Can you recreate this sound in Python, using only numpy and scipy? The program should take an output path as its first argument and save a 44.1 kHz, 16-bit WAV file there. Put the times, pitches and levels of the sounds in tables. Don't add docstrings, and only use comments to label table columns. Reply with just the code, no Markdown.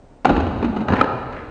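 import sys
import numpy as np
from scipy import signal
from scipy.fft import rfft, irfft
from scipy.io import wavfile
from scipy.ndimage import uniform_filter1d

SR = 44100
rng = np.random.default_rng(int(sys.argv[2]) if len(sys.argv) > 2 else 0)


def bounce(signal):
    frames = np.transpose(np.atleast_2d(signal))
    limited = np.clip(frames, -1, 1)
    pcm = np.round(limited * 32767).astype(np.int16)
    wavfile.write(sys.argv[1], SR, pcm)


N = 66150
T = np.arange(N) / SR
TAPS = 2048

# freq_hz, level_db
TRAFFIC_SPECTRUM = [(15, -27.5), (25, -1), (81, -16.5), (703, -22.5), (1020, -32.5), (3060, -48),
                    (8800, -53), (11400, -72)]
# time_s, level_db
RUMBLE_ENVELOPE = [(.24, -57), (.285, -29), (.39, -29), (.5, -34), (.63, -29.5), (.71, -33.5), (.86, -33),
                   (.925, -25), (1.0, -30), (1.08, -39), (1.5, -40.5)]
# freq_hz, level_db
RUMBLE_SPECTRUM = [(20, -20), (40, 0), (62, 4), (88, 10), (120, 7.5), (160, -11), (300, -32), (2000, -110)]
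# loaded_hz, loaded_db, free_hz, free_db, width_hz
BOARD_MODES = [(214.4, -1.5, 205, -3, 47), (285, 0, 275, -2, 60), (405, -6.5, 420, -5.5, 105),
               (566, -12, 550, -7, 115), (784, -10, 860, -8, 125), (944, -12.5, 1000, -11, 100),
               (1236, -19, 1290, -10, 140), (1460, -17, 1620, -15, 166), (2150, -30.5, 2100, -29, 250),
               (2516, -30, 2440, -26.5, 140), (2850, -29, 2850, -29, 146), (3870, -33, 3960, -33, 290),
               (6360, -51.5, 6300, -50.5, 190)]
# freq_hz, level_db
CRUNCH_SPECTRUM = [(100, -9.5), (400, -1.5), (1300, 1), (1900, -7), (2900, -9), (3500, -20), (4050, -16.5),
                   (5700, -34), (6350, -29), (9500, -51)]
# time_s, level_db
ROLL_ENVELOPE = [(.245, -60.5), (.262, -18.5), (.39, -25), (.44, -30), (.58, -32), (.635, -25),
                 (.675, -28.5), (.75, -34), (.775, -28), (.815, -25.5), (.868, -41), (.895, -20),
                 (.95, -21), (1.03, -23.5), (1.09, -40.5)]
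# start_s, clatter_db, crunch_db, chatter_s, pitch_hz, note_db
BOARD_HITS = [(0.2474, -22, -23, .005, 1000, -15), (0.2533, -17.5, -16.5, .007, 765, -.5),
              (.2680, -24, -27, 0.018, 265, -14.5), (0.2919, -20, -25.5, 0.011, 830, -12),
              (0.2990, -20, -28, 0.0085, 740, -9), (.3040, -28, -33, .008, 280, -5),
              (.3650, -21, -26, 0.005, 900, -16), (0.3773, -30, -34.5, .008, 300, -8),
              (0.4014, -28, -26.5, 0.0092, 397, -17.5), (.4680, -33.5, -36.5, 0.0089, 303, -13),
              (.6270, -23.5, -32.5, .007, 400, -14), (.6440, -28, -28.5, 0.016, 300, -13),
              (.7650, -26.5, -33.5, 0.011, 260, -13), (.8060, -32, -34.5, .018, 230, -18),
              (.8840, -18.5, -28, 0.008, 1020, -13), (.9030, -24, -35, 0.0084, 200, -9.5),
              (.9220, -20.5, -30.5, .007, 432, -14), (0.9352, -17.5, -26, 0.007, 230, -12),
              (1.0110, -17, -23.5, .004, 1286, -2.5), (1.0405, -21, -34, .009, 900, -14)]
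# freq_hz, level_db
ECHO_SPECTRUM = [(60, -14), (130, -4.5), (250, -6.5), (450, 0), (850, 1.5), (1300, -3.5), (2200, -6),
                 (4000, -2.5), (8000, -8.5)]
# freq_hz, t60_s
ECHO_DECAY = [(150, 1.61), (1000, 1.37)]
# start_s, level_db, pitch_hz, rise_s, t60_s
RIDER_THUDS = [(.290, -23, 40.4, 0.019, .25), (.910, -19, 92.5, .010, .10), (1.128, -24, 123, 0.0096, 0.2),
               (1.232, -29.5, 124.8, .022, .25)]
# time_s, pitch_hz, level_db
BOOM_TRACK = [(.30, 40, -33), (.355, 52, -25.5), (.39, 68.3, -25), (.46, 88.5, -27.5), (.565, 76, -33),
              (.63, 66, -32), (.72, 42, -39)]
# time_s, pitch_hz, level_db
DRONE_TRACK = [(.42, 240, -32), (.50, 220, -28), (.57, 215, -36), (.67, 245, -20.5), (.745, 208, -29),
               (.815, 222, -22), (.86, 210.4, -39), (.92, 199.8, -20.5), (.98, 207, -31)]
# peak_s, level_db, rise_s, fall_s
SKID_EVENTS = [(0.966, -25.5, .012, .007), (.993, -24, .01, .02), (1.37, -38.5, 0.04, 0.059)]
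# freq_hz, level_db
SKID_SPECTRUM = [(300, -25.5), (900, -11), (1350, 1), (1750, 0.5), (2300, -5), (3500, -20), (9000, -48)]
# pitch_hz, level_db, t60_s
DECK_MODES = [(272, -14, .13), (530, -12, .04), (870, -15, .08), (1720, -21, .025), (2430, -25, .025)]

WEIGHT_OFF_S = .872
LOADED_NOTE_SEND_DB, FREE_NOTE_SEND_DB, TIP_SEND_DB = -13, -8, -3


def from_db(db):
    return 10 ** (np.asarray(db) / 20)


def unit_rms(x):
    return x / np.sqrt(np.mean(x ** 2) + 1e-20)


def envelope(points):
    return from_db(np.interp(T, *np.transpose(points)))


def at_hz(points, hz):
    freq_hz, values = np.transpose(points)
    return np.interp(np.log(hz + 1e-3), np.log(freq_hz), values)


def bins_hz(size=2 * TAPS):
    return np.arange(size // 2 + 1) * SR / size


def colour(x, bin_db):
    cepstrum = irfft(np.log(from_db(bin_db)))
    cepstrum[1:TAPS] *= 2
    cepstrum[TAPS + 1:] = 0
    response = irfft(np.exp(rfft(cepstrum)))[:TAPS]
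    return signal.fftconvolve(x, unit_rms(response) / np.sqrt(TAPS))[:N]


def noise(spectrum):
    gain = from_db(at_hz(spectrum, bins_hz(N)))
    return unit_rms(irfft(rfft(rng.standard_normal(N)) * gain, N))


def add(track, start_s, sound):
    part = track[int(start_s * SR):][:len(sound)]
    part += sound[:len(part)]


def traffic(level_db=-46):
    return from_db(level_db) * noise(TRAFFIC_SPECTRUM)


def rumble():
    return envelope(RUMBLE_ENVELOPE) * noise(RUMBLE_SPECTRUM)


def grit(size=N, rate_per_s=2500, spread_db=3.5):
    strength = from_db(spread_db * np.minimum(rng.exponential(1, size), 4))
    sign = rng.choice([-1, 1], size)
    contact = rng.random(size) < rate_per_s / SR
    return unit_rms(strength * sign * contact)


def board(force, tilt_db_per_oct):
    hz, out = bins_hz() + 1, 0
    loaded = [(f, db, width) for f, db, _, _, width in BOARD_MODES]
    free = [(f, db, width) for _, _, f, db, width in BOARD_MODES]
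    for modes, active in ((loaded, T < WEIGHT_OFF_S), (free, T >= WEIGHT_OFF_S)):
        power = sum(from_db(db) ** 2 / (1 + ((hz - f) / width) ** 2) ** 2 for f, db, width in modes)
        out += colour(force * active, 10 * np.log10(power) + tilt_db_per_oct * np.log2(hz))
    return out


def crunch(force):
    return colour(force, at_hz(CRUNCH_SPECTRUM, bins_hz()))


def rolling(crunch_db=-15):
    roughness = envelope(ROLL_ENVELOPE)
    ringing = board(grit() * roughness, tilt_db_per_oct=-.31)
    return ringing + from_db(crunch_db) * crunch(grit() * roughness)


def chatter(length_s, crack=.28):
    burst = grit(TAPS) * np.exp(-(T[:TAPS] / length_s) ** 2)
    burst /= np.linalg.norm(burst) + 1e-9
    burst[0] += crack
    return burst * np.sqrt(SR / 100)


def ring(hz, rise_s, t60_s, size=TAPS):
    age_s = T[:size]
    attack = 1 - np.exp(-(age_s / rise_s) ** 2)
    decay = from_db(-60 * np.maximum(age_s - 2 * rise_s, 0) / t60_s)
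    return np.sin(2 * np.pi * hz * age_s) * attack * decay


def knocks(rise_s=.0019, t60_s=.022, overtone_ratio=1.87, overtone_db=-15):
    rattle, crush, notes = np.zeros((3, N))
    for start_s, clatter_db, crunch_db, chatter_s, hz, note_db in BOARD_HITS:
        add(rattle, start_s, from_db(clatter_db) * chatter(chatter_s))
        add(crush, start_s, from_db(crunch_db) * chatter(chatter_s))
        add(notes, start_s, from_db(note_db) * ring(hz, rise_s, t60_s))
        add(notes, start_s, from_db(note_db + overtone_db) * ring(hz * overtone_ratio, rise_s, t60_s))
    return board(rattle, tilt_db_per_oct=1.5) + crunch(crush), notes


def street_echo(x, gain_db=-2.5, delay_s=.014, build_s=.017):
    age_s, response = np.maximum(T - delay_s, 0), 0
    edges_hz = np.geomspace(40, 10240, 17)
    for low, high in zip(edges_hz, edges_hz[1:]):
        hz = np.sqrt(low * high)
        shape = (1 - np.exp(-age_s / build_s)) * from_db(-60 * age_s / at_hz(ECHO_DECAY, hz))
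        bandpass = signal.butter(2, [low, high], "band", fs=SR, output="sos")
        band = signal.sosfilt(bandpass, rng.standard_normal(N))
        response += band * from_db(at_hz(ECHO_SPECTRUM, hz)) * shape / np.linalg.norm(shape)
    return from_db(gain_db) * signal.fftconvolve(x, response)[:N]


def thuds():
    out = np.zeros(N)
    for start_s, db, hz, rise_s, t60_s in RIDER_THUDS:
        add(out, start_s, from_db(db) * ring(hz, rise_s, t60_s, size=SR // 3))
    return out


def waver(corner_hz=40):
    return noise([(corner_hz, 0), (2 * corner_hz, -20), (10 * corner_hz, -100)])


def hum(track, pitch_spread=.08, level_spread_db=1.8):
    time_s, hz, db = np.transpose(track)
    pitch_hz = np.interp(T, time_s, hz) * (1 + pitch_spread * waver())
    phase = 2 * np.pi * np.cumsum(pitch_hz) / SR
    level_db = np.interp(T, time_s, db, left=-np.inf, right=-np.inf)
    gain = uniform_filter1d(from_db(level_db), size=600)
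    return np.sqrt(2) * np.sin(phase) * gain * from_db(level_spread_db * waver())


def skids():
    push = sum(from_db(db) * np.exp(-np.maximum((peak_s - T) / rise_s, (T - peak_s) / fall_s))
               for peak_s, db, rise_s, fall_s in SKID_EVENTS)
    return colour(grit() * push, at_hz(SKID_SPECTRUM, bins_hz()))


def tip_strike(start_s=1.0115, rise_s=.0012):
    out = np.zeros(N)
    for hz, db, t60_s in DECK_MODES:
        add(out, start_s, from_db(db) * ring(hz, rise_s, t60_s, size=N))
    return out


def scuff(start_s=1.326, level_db=-38):
    force = np.zeros(N)
    add(force, start_s, from_db(level_db) * chatter(length_s=.012))
    return crunch(force)


def scene():
    clatter, notes = knocks()
    contacts = clatter + rolling() + skids() + scuff()
    tip = tip_strike()
    note_send = from_db(np.where(T < WEIGHT_OFF_S, LOADED_NOTE_SEND_DB, FREE_NOTE_SEND_DB))
    echo = street_echo(contacts + note_send * notes + from_db(TIP_SEND_DB) * tip)
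    lows = rumble() + thuds() + hum(BOOM_TRACK) + hum(DRONE_TRACK)
    return (contacts + notes + tip + echo + lows + traffic())[None]


def record(dry):
    ceiling, cutoff_hz = .94, 9100
    rounded = dry / (1 + (dry / ceiling) ** 8) ** .125
    return signal.sosfilt(signal.ellip(10, .3, 70, cutoff_hz, fs=SR, output="sos"), rounded)


dry = scene()
out = record(dry)
bounce(out)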